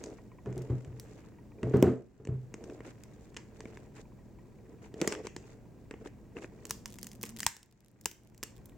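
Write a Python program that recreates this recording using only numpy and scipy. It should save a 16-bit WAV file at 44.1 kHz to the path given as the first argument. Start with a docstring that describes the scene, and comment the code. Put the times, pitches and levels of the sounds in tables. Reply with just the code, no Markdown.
"""Pliers grip and twist a thin pleated plastic pot over a desk in a small room.
First the hand bumps the desk, which booms and thuds; jaws and fingers knock and rub the hollow pot.
Near 5 s the pot buckles and crinkles. A low hum swells from 6.4 s and stops at 7.5 s.
From 6.6 s the stretched wall ticks and tears in sharp snaps. Throughout: low room noise, a steady hum
and a faint, quick ticking, all dipping briefly after the loudest blows."""
import sys
import numpy as np
from scipy import signal
from scipy.fft import rfft, irfft, next_fast_len
from scipy.io import wavfile

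SR = 44100
rng = np.random.default_rng(int(sys.argv[2]) if len(sys.argv) > 2 else 0)


def unload_wav(signal):
    """Save mono or channel-first audio to the path in sys.argv[1] as 16-bit WAV at rate SR, clipped to [-1, 1]."""
    wavfile.write(
        sys.argv[1],
        SR,
        np.round(np.clip(np.atleast_2d(signal).T, -1, 1) * 32767).astype(np.int16),
    )


N = 386757

# Jaws and fingers knock or buckle the pot. Each row: start in seconds, body, wall and crack levels in dB.
POT_KNOCKS = [(0.0389, -41.5, -52, -44), (0.0606, -61, -63, -52.5), (0.4593, -40, -57, -66),
              (0.5269, -58, -60, -61), (0.8476, -65, -57.5, -61.5), (1.631, -59, -42, -54),
              (1.826, -11, -30, -36.5), (2.2515, -48.5, -55, -58), (2.2724, -37, -54, -59),
              (2.541, -40, -46.5, -50.5), (2.64, -44.5, -57.5, -53.5), (2.6989, -44, -52, -65),
              (2.805, -41, -48, -67), (3.3447, -74, -60, -62), (3.3663, -46.5, -41, -47),
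              (3.37, -56, -42.5, -44.5), (3.6054, -47, -46.5, -51.5), (3.655, -40, -49.5, -67),
              (3.7722, -49, -52, -60), (4.941, -39.5, -54.5, -56), (5.015, -26.5, -34.5, -33.5),
              (5.0213, -23.5, -39.5, -59.5), (5.0754, -24.5, -31.5, -29), (5.1236, -38, -36, -40),
              (5.1505, -54, -39.5, -52), (5.2696, -41, -40.5, -44.5), (5.364, -38.5, -47, -44.5),
              (5.9103, -40, -43, -54), (5.9393, -41.5, -51, -72), (6.073, -53, -49.5, -60),
              (6.3676, -39.5, -44.5, -69), (6.4288, -59, -51, -60), (6.4442, -41.5, -46.5, -73)]
# Crisp, bright ticks and snaps of the wall, tearing from 6.6 s.
# Each row: start in seconds, crack level in dB, brightness in dB, body level in dB.
CRISP_SNAPS = [(0.579, -55, 1, -66), (0.62, -58, 1, -60), (0.9981, -48, 7, -67), (1.77, -58, 4, -62),
               (3.0363, -54.5, 0.5, -71), (6.6532, -44.5, -0.5, -47.5), (6.6982, -47.5, 4, -50),
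               (6.7086, -30.5, 2.5, -50), (6.8581, -40.5, -0.5, -68), (6.941, -54.5, 2, -66),
               (6.9865, -48.5, -1, -70), (7.03, -43.5, 7, -49), (7.044, -51, 4.5, -69),
               (7.0693, -46, 4.5, -70), (7.1158, -53.5, 1.5, -68.5), (7.213, -54, 4.5, -63.5),
               (7.2304, -41, 10.5, -50), (7.2363, -40.5, -7, -39.5), (7.2921, -49, 2, -63),
               (7.364, -53.5, -0.5, -61.5), (7.3876, -48, 5, -59), (7.3945, -44.5, 1.5, -72),
               (7.404, -36.5, 2, -56), (7.4309, -38.5, -4, -66.5), (7.4393, -50.5, 3.5, -68.5),
               (7.465, -22, -1.5, -60), (7.4868, -52, 2.5, -67.5), (7.5665, -51.5, 1.5, -61.5),
               (7.63, -56.5, -1.5, -80), (8.0118, -59, 8.5, -80), (8.0573, -27.5, 1, -40),
               (8.114, -50.5, 2.5, -56.5), (8.3465, -66, -1, -80), (8.378, -59.5, 6, -74),
               (8.4295, -39.5, -4, -42.5), (8.4348, -36.5, 2.5, -51), (8.6574, -58.5, 12, -86)]
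# Radiation of the thin wall. Each row: frequency in Hz, gain in dB.
WALL_RADIATION = [(300, -26.5), (620, -3), (940, 12), (1300, 8.5), (1800, 12.5), (2900, 10.5), (3900, 3),
                  (5700, 9.5), (7400, 10), (10000, 0.5), (15500, 0)]
# Resonances of the pot's body. Each row: frequency in Hz, width in Hz, gain in dB.
POT_MODES = [(303, 100, -3), (442.6, 43.2, 2.5), (600, 130, -10)]
# Ticking of the stretched wall. Each row: start and stop in seconds, ticks per second, base level in dB.
STRAIN_SPELLS = [(5.007, 5.168, 110, -80), (6.654, 6.711, 70, -57.5), (6.858, 7.159, 90, -63),
                 (7.22, 7.311, 140, -57), (7.359, 7.457, 89, -55), (7.496, 8.702, 24, -73)]
# Fingers and jaws slide on the pot. Each row: middle and length in seconds, body and scrape levels in dB.
SLIDE_STROKES = [(0.016, 0.43, -41, -61), (0.596, 0.34, -47, -67), (0.727, 0.53, -48, -68.5),
                 (1.126, 0.48, -52, -66), (1.796, 0.42, -33.5, -63), (2.692, 0.29, -41.5, -65.5),
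                 (2.88, 0.1, -44, -55), (3.13, 1, -59.5, -72), (3.25, 0.06, -77, -68),
                 (3.7, 0.49, -50.5, -66), (3.987, 0.086, -51, -57), (4.705, .2, -54, -79),
                 (4.846, 0.083, -48, -61.5), (5.038, 0.14, -32, -54.5), (5.126, 0.072, -36.5, -47.5),
                 (5.183, 0.082, -33.5, -64), (5.256, 0.05, -40.5, -54.5), (5.486, 0.24, -50, -66.5),
                 (6.02, 0.036, -44, -67), (6.063, 0.044, -40, -57), (6.38, 0.054, -39.5, -56),
                 (6.437, 0.066, -39.5, -56), (6.634, 0.5, -54.5, -71.5), (7.27, .1, -66, -67)]
# Spectra of the scraped wall and crinkling pleats. Each row: frequency in Hz, relative density in dB.
SCRAPE_SPECTRUM = [(450, -26.5), (750, 4.5), (1300, 2.5), (2000, 2.5), (2700, -1.5), (3600, -13.5),
                   (5500, -34)]
CRINKLE_SPECTRUM = [(2500, -24), (3500, -2.5), (5500, -2.5), (7300, 2.5), (9000, -11.5), (11000, -15),
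                    (16000, -30)]
# The hand bumps the desk. Each row: start in seconds, relative boom and thud levels in dB.
DESK_BUMPS = [(0.46, -30.5, -33), (0.565, -31.5, -37.5), (0.698, -22.5, -33.5), (0.871, -32.5, -49),
              (1.629, -23, -31), (1.737, -20.5, -19.5), (1.834, -20, -19), (1.868, -34, -22.5),
              (2.197, -43, -49.5), (2.286, -22, -38.5)]
# Resonances of the desk. Each row: frequency in Hz, width in Hz, gain in dB.
DESK_MODES = [(189, 12, 5), (264.6, 10, 5.5), (346.5, 14, 1.5), (441, 18.3, 4), (611, 110, -15.5)]
# Decay of the room's tail. Each row: frequency in Hz, T60 in seconds.
ROOM_DECAY = [(150, 0.4), (7000, 0.31), (15000, 0.26)]
# Colour of the room's tail. Each row: frequency in Hz, gain in dB.
ROOM_COLOUR = [(500, -11), (2000, -9), (4000, -12.5), (7300, -9.5), (10500, -15.5), (16000, -12.5)]
# Swell of a low hum near 210 Hz. Each row: time in seconds, level in dB.
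HUM_SWELL = [(6.4, -89), (6.75, -60.5), (7.43, -52), (7.5, -92)]
# Room noise. Each row: frequency in Hz, relative density in dB.
AIR_SPECTRUM = [(15, -37), (25, -6.5), (50, -0.5), (123, -3), (166, -2.5), (344, -7.5), (451, -11.5),
                (988, -26.5), (1290, -32.5), (2110, -35), (3340, -43.5), (7310, -41), (11600, -52.5),
                (16000, -42.5)]
# Steady hum. Each row: frequency in Hz, relative level in dB.
HUM_TONES = [(118.4, -59), (209.9, -63.5), (1599, -87)]
# Background ticks that stand out. Each row: start in seconds, relative level in dB.
CLEAR_TICKS = [(0.184, -49), (0.316, -49.5), (0.385, -50), (1.384, -54), (1.517, -55), (1.584, -56),
               (4.386, -52)]
# Resonances of a background tick. Each row: frequency in Hz, width in Hz, gain in dB.
TICK_MODES = [(965, 70, -5), (1900, 28, -7.5), (2400, 200, -9)]
# Dips of the background. Each row: start in seconds, depth in dB.
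BACKGROUND_DIPS = [(1.8, 8.5), (7.47, 13), (8.06, 5.5)]


def snaps():
    """Each snap cracks through the wall in its own colour and pops the pot's hollow body."""
    out, t = np.zeros((2, N)), np.arange(SR // 15) / SR
    pop = unit(band(np.sin(2 * np.pi * 350 * t) * decay(t, t60_s=.009), 170, 550))
    for start_s, body_db, wall_db, crack_db, top_db in snap_levels():
        push = fracture(t)
        flex_db = np.clip(.58 * (wall_db + 35), 0, 5)  # hard snaps flex the whole wall
        colour = [(950, wall_db + flex_db), (1300, wall_db), (2500, wall_db),
                  (4200, crack_db), (8200, crack_db), (10800, top_db)]
        # each pleat has its own resonances
        pleat = np.transpose([np.geomspace(700, 16000, 20), 1.6 * rng.standard_normal(20)])
        crack = minimum_phase(packed(push, .0031),
                              lambda hz: along(colour, hz) + along(WALL_RADIATION, hz) + along(pleat, hz))
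        body = pop + .34 * unit(band(resonate(push.mean(0), POT_MODES), 150, 640))
        add(out, start_s, crack + amp(body_db) * packed(body, .0047))
    return out


def snap_levels(firm_db=-44, top_db_per_db=.65):
    """Start and band levels: harder knocks are brighter; brighter crisp snaps move the wall less."""
    knocks = [(start_s, body, wall, crack, crack - 20.5 + top_db_per_db * (max(body, crack) - firm_db))
              for start_s, body, wall, crack in POT_KNOCKS]
    crisp = [(start_s, body, crack - 5 - bright, crack, crack - 2 + bright)
             for start_s, crack, bright, body in CRISP_SNAPS]
    return knocks + crisp


def fracture(t, travel_s=.0005917, echo_gain=.16, echo_s=.00105):
    """A sharp release, a brief flutter of the sheet, and their reflection off the desk."""
    hz = np.fft.rfftfreq(len(t), 1 / SR)
    # dispersive bending waves: highs leave first, slightly differently per channel
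    delay_1khz_s = travel_s * rng.uniform(.68, 1.315) * (1 + .039 * rng.standard_normal((2, 1)))
    chirp = irfft(np.exp(-4j * np.pi * delay_1khz_s * np.sqrt(1000 * hz)), len(t))
    release = packed(chirp * decay(t, t60_s=.03), 1)
    flutter = packed(stereo_noise(len(t), side_db=-13) * decay(t, t60_s=.016), .78)
    direct = release + amp(2.5) * flutter
    lag = round(SR * echo_s * rng.uniform(.88, 1.12))
    return direct + echo_gain * np.pad(direct, ((0, 0), (lag, 0)))[:, :len(t)]


def recoil(relative_db=-16.5):
    """Each crisp snap jerks the pot in the grip: one short, low push."""
    out, t = np.zeros((2, N)), np.arange(SR // 15) / SR
    push = packed(band(decay(t, t60_s=.01), 55, 190), .005)
    for start_s, crack_db, *_ in CRISP_SNAPS:
        add(out, start_s, amp(crack_db + relative_db) * push)
    return out


def strain():
    """The stretched wall gives way in tiny, dry ticks."""
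    out, t = np.zeros((2, N)), np.arange(SR // 100) / SR
    for start_s, stop_s, rate_hz, base_db in STRAIN_SPELLS:
        length_s = stop_s - start_s
        count = max(1, round(rate_hz * length_s))
        for position, weakness, pitch in rng.random((count, 3)):
            burst = stereo_noise(len(t), side_db=-5) * decay(t, t60_s=.003)
            tick = packed(band(burst, 1200 * 3 ** pitch, 13000, order=1), .005)
            add(out, start_s + position * length_s, amp(base_db - 4 * np.log(weakness + .04)) * tick)
    return out


def rubbing():
    """Sliding contact hums in the pot's body, scrapes its wall and crinkles the pleats."""
    body_gain, scrape_gain = stroke_gains()
    body = unit(band(resonate(friction(side_db=-17.5), POT_MODES), 200, 920))
    scrape = coloured(friction(side_db=-3.5), SCRAPE_SPECTRUM)
    crinkle = coloured(friction(side_db=.5), CRINKLE_SPECTRUM)
    return amp(-4.5) * body_gain * body + scrape_gain * (scrape + amp(-4) * crinkle)


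def stroke_gains(grip_db=-80.5, edge_drop_db=16.5):
    """Body and scrape gains: each stroke swells and fades over the faint rub of the resting grip."""
    t = np.arange(0, N / SR, .002)
    body = scrape = amp(grip_db)
    for middle_s, length_s, body_db, scrape_db in SLIDE_STROKES:
        swell_db = -edge_drop_db * (2 * (t - middle_s) / length_s) ** 2
        body = np.hypot(body, amp(body_db + swell_db))
        scrape = np.hypot(scrape, amp(scrape_db + swell_db))
    return curves(np.transpose([t, body, scrape]))


def friction(side_db, slips_per_s=280, slip_decay_s=.0015):
    """Tiny slips of differing size merge into a grainy swish."""
    slips = (rng.random(N) < slips_per_s / SR) * amp(4 * np.minimum(rng.exponential(size=N), 3))
    envelope = signal.lfilter([1], [1, -np.exp(-1 / (slip_decay_s * SR))], slips)
    return stereo_noise(N, side_db) * (unit(envelope) + .65)


def desk_bumps(thud_t60_s=.17):
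    """A bump shakes the desk's resonances, rattles faintly and sets two low modes booming."""
    out, t = np.zeros((2, N)), np.arange(3 * SR // 4) / SR
    span_s = thud_t60_s / 8
    for start_s, boom_db, thud_db in rebounds():
        chatter = rng.standard_normal(len(t)) * decay(t, thud_t60_s)
        ring = packed(band(resonate(chatter, DESK_MODES), 140, 668, order=4), span_s)
        knock = packed(band(chatter, 107, 478, order=4), span_s)
        rattle = packed(band(chatter, 600, 1610), span_s)
        thud = .46 * ring + .68 * knock + amp(-23.5) * rattle
        short_mode = np.sin(2 * np.pi * 94 * t) * decay(t, t60_s=.053)
        long_mode = np.sin(2 * np.pi * 127 * t + rng.uniform(0, 2 * np.pi)) * decay(t, t60_s=.36)
        attack = 1 - np.exp(-t / .0043)
        boom = band((short_mode + .42 * long_mode) * attack, 53, 230)
        add(out, start_s, amp(boom_db + 3.5) * boom + amp(thud_db) * thud)
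    return out


def rebounds(hits=3, gap_s=.025, loss_db=6):
    """Start and levels of each bump and its weaker, unevenly timed rebounds."""
    all_gaps_s = gap_s * rng.uniform(.7, 1.3, (len(DESK_BUMPS), hits))
    return [(start_s + gaps_s[:k].sum(), boom_db - k * loss_db, thud_db - k * loss_db)
            for (start_s, boom_db, thud_db), gaps_s in zip(DESK_BUMPS, all_gaps_s) for k in range(hits)]


def snap_reverb(draws=2):
    """Smooth, diffuse room tail of the snaps, averaged over several random draws."""
    return sum(room(snaps()) for _ in range(draws)) / np.sqrt(draws)


def room(x, predelay_s=.004):
    """A diffuse tail whose treble dies first; it changes as the pot is moved about."""
    out, hop = np.zeros((2, N)), SR // 3
    for start in range(0, N, hop):
        hz, t, noise = signal.stft(stereo_noise(SR // 2, side_db=-5.5), SR, nperseg=256)
        t60_s = along(ROOM_DECAY, hz)[:, None]
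        tail = signal.istft(noise * decay(t, t60_s) / np.sqrt(t60_s), SR, nperseg=256)[1]
        tail /= np.linalg.norm(tail[0])
        add(out, start / SR + predelay_s, signal.fftconvolve(x[:, start:start + hop], tail, axes=1))
    return filtered(out, lambda hz: amp(along(ROOM_COLOUR, hz)))


def hum_swell():
    """A low hum near 210 Hz swells from 6.4 s and stops at 7.5 s."""
    return amp(curves(HUM_SWELL)[0]) * unit(band(rng.standard_normal(N), 195, 230))


def background():
    """Low room noise, hum and ticking, dipping together."""
    t = np.arange(N) / SR
    air = coloured(stereo_noise(N, side_db=-8), AIR_SPECTRUM)
    hum = sum(amp(db) * np.sqrt(2) * np.sin(2 * np.pi * hz * t + rng.uniform(0, 2 * np.pi))
              for hz, db in HUM_TONES)
    return amp(background_gain_db()) * (amp(-52.5) * air + hum + ticking())


def ticking(rate_hz=15):
    """Faint ticks on a steady beat, as from a focus motor; a few stand out."""
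    out, t = np.zeros((2, N)), np.arange(SR // 20) / SR
    beat = [(start_s, -71 + 3 * rng.normal()) for start_s in np.arange(.053, N / SR, 1 / rate_hz)]
    clear = [(start_s, db - 10) for start_s, db in CLEAR_TICKS]
    for start_s, db in beat + clear:
        step = rng.standard_normal(len(t)) * decay(t, t60_s=.028)
        tick = band(resonate(step, TICK_MODES), 700, 1800)
        add(out, start_s, amp(db) * packed(tick, .016))
    return out


def background_gain_db(rest_db=-1.5, attack_s=.03, hold_s=.35, recovery_db_per_s=27.5):
    """At each listed dip the level drops quickly, holds and creeps back."""
    t, gain_db = np.arange(N) / SR, rest_db
    for start_s, depth_db in BACKGROUND_DIPS:
        onset = np.clip((t - start_s) / attack_s, 0, 1)
        drop_db = np.clip(depth_db - recovery_db_per_s * (t - start_s - hold_s), 0, depth_db)
        gain_db = gain_db - onset * drop_db
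    return gain_db


def amp(db):
    """Decibels to gain."""
    return 10 ** (np.asarray(db) / 20)


def decay(t, t60_s):
    """Envelope falling 60 dB in t60_s."""
    return amp(-60 * t / t60_s)


def unit(x):
    """Scale to rms 1."""
    return x / np.sqrt(np.mean(x ** 2) + 1e-20)


def packed(x, span_s):
    """Scale to the energy of rms 1 over span_s."""
    return unit(x) * np.sqrt(span_s * SR / x.shape[-1])


def along(points, hz):
    """Interpolate (Hz, value) points on a log axis."""
    points_hz, values = np.transpose(points)
    return np.interp(np.log(hz + 1), np.log(points_hz + 1), values)


def curves(rows):
    """One value per sample for each column after the time."""
    times_s, *columns = np.transpose(rows)
    return [np.interp(np.arange(N) / SR, times_s, column) for column in columns]


def filtered(x, response):
    """Apply a complex frequency response."""
    n = x.shape[-1]
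    size = next_fast_len(n + 8192)
    return irfft(rfft(x, size) * response(np.fft.rfftfreq(size, 1 / SR)), size)[..., :n]


def coloured(x, spectrum):
    """Shape by (Hz, dB) points, at rms 1."""
    return unit(filtered(x, lambda hz: amp(along(spectrum, hz))))


def resonate(x, modes):
    """Parallel resonances of alternating sign."""
    return filtered(x, lambda hz: sum(
        (-1) ** k * amp(db) * 1j * hz * width_hz / (mode_hz ** 2 - hz ** 2 + 1j * hz * width_hz)
        for k, (mode_hz, width_hz, db) in enumerate(modes)))


def band(x, lo_hz, hi_hz, order=2):
    """Causal band-pass."""
    return signal.sosfilt(signal.butter(order, [lo_hz, hi_hz], "band", fs=SR, output="sos"), x)


def minimum_phase(x, gain_db):
    """Apply a gain curve of frequency, with nothing ahead of the attack."""
    n = 2 * x.shape[-1]
    gain = amp(np.maximum(gain_db(np.fft.rfftfreq(n, 1 / SR)), -120))
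    cepstrum = irfft(np.log(gain), n)
    cepstrum[1:n // 2] *= 2
    cepstrum[n // 2 + 1:] = 0
    return irfft(rfft(x, n) * np.exp(rfft(cepstrum)), n)[..., :n // 2]


def stereo_noise(n, side_db):
    """White noise: a shared part plus an opposed part at side_db."""
    mid, side = rng.standard_normal((2, n))
    return unit(np.array([mid + amp(side_db) * side, mid - amp(side_db) * side]))


def add(track, start_s, sound):
    """Mix a sound into the track."""
    start = max(0, round(start_s * SR))
    part = track[:, start:start + sound.shape[-1]]
    part += sound[..., :part.shape[1]]


def scene():
    """Pot and desk in the room; the tail dips partly with the background."""
    direct = recoil() + desk_bumps() + strain() + hum_swell()
    tail = amp(.25 * background_gain_db()) * (snap_reverb() + room(direct))
    return snaps() + direct + tail + rubbing() + background()


def record(dry):
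    """The camera's band limit: a steep low-pass."""
    cutoff_hz = 16300
    return filtered(dry, lambda hz: 1 / np.sqrt(1 + (hz / cutoff_hz) ** 120))


dry = scene()
out = record(dry)
unload_wav(out)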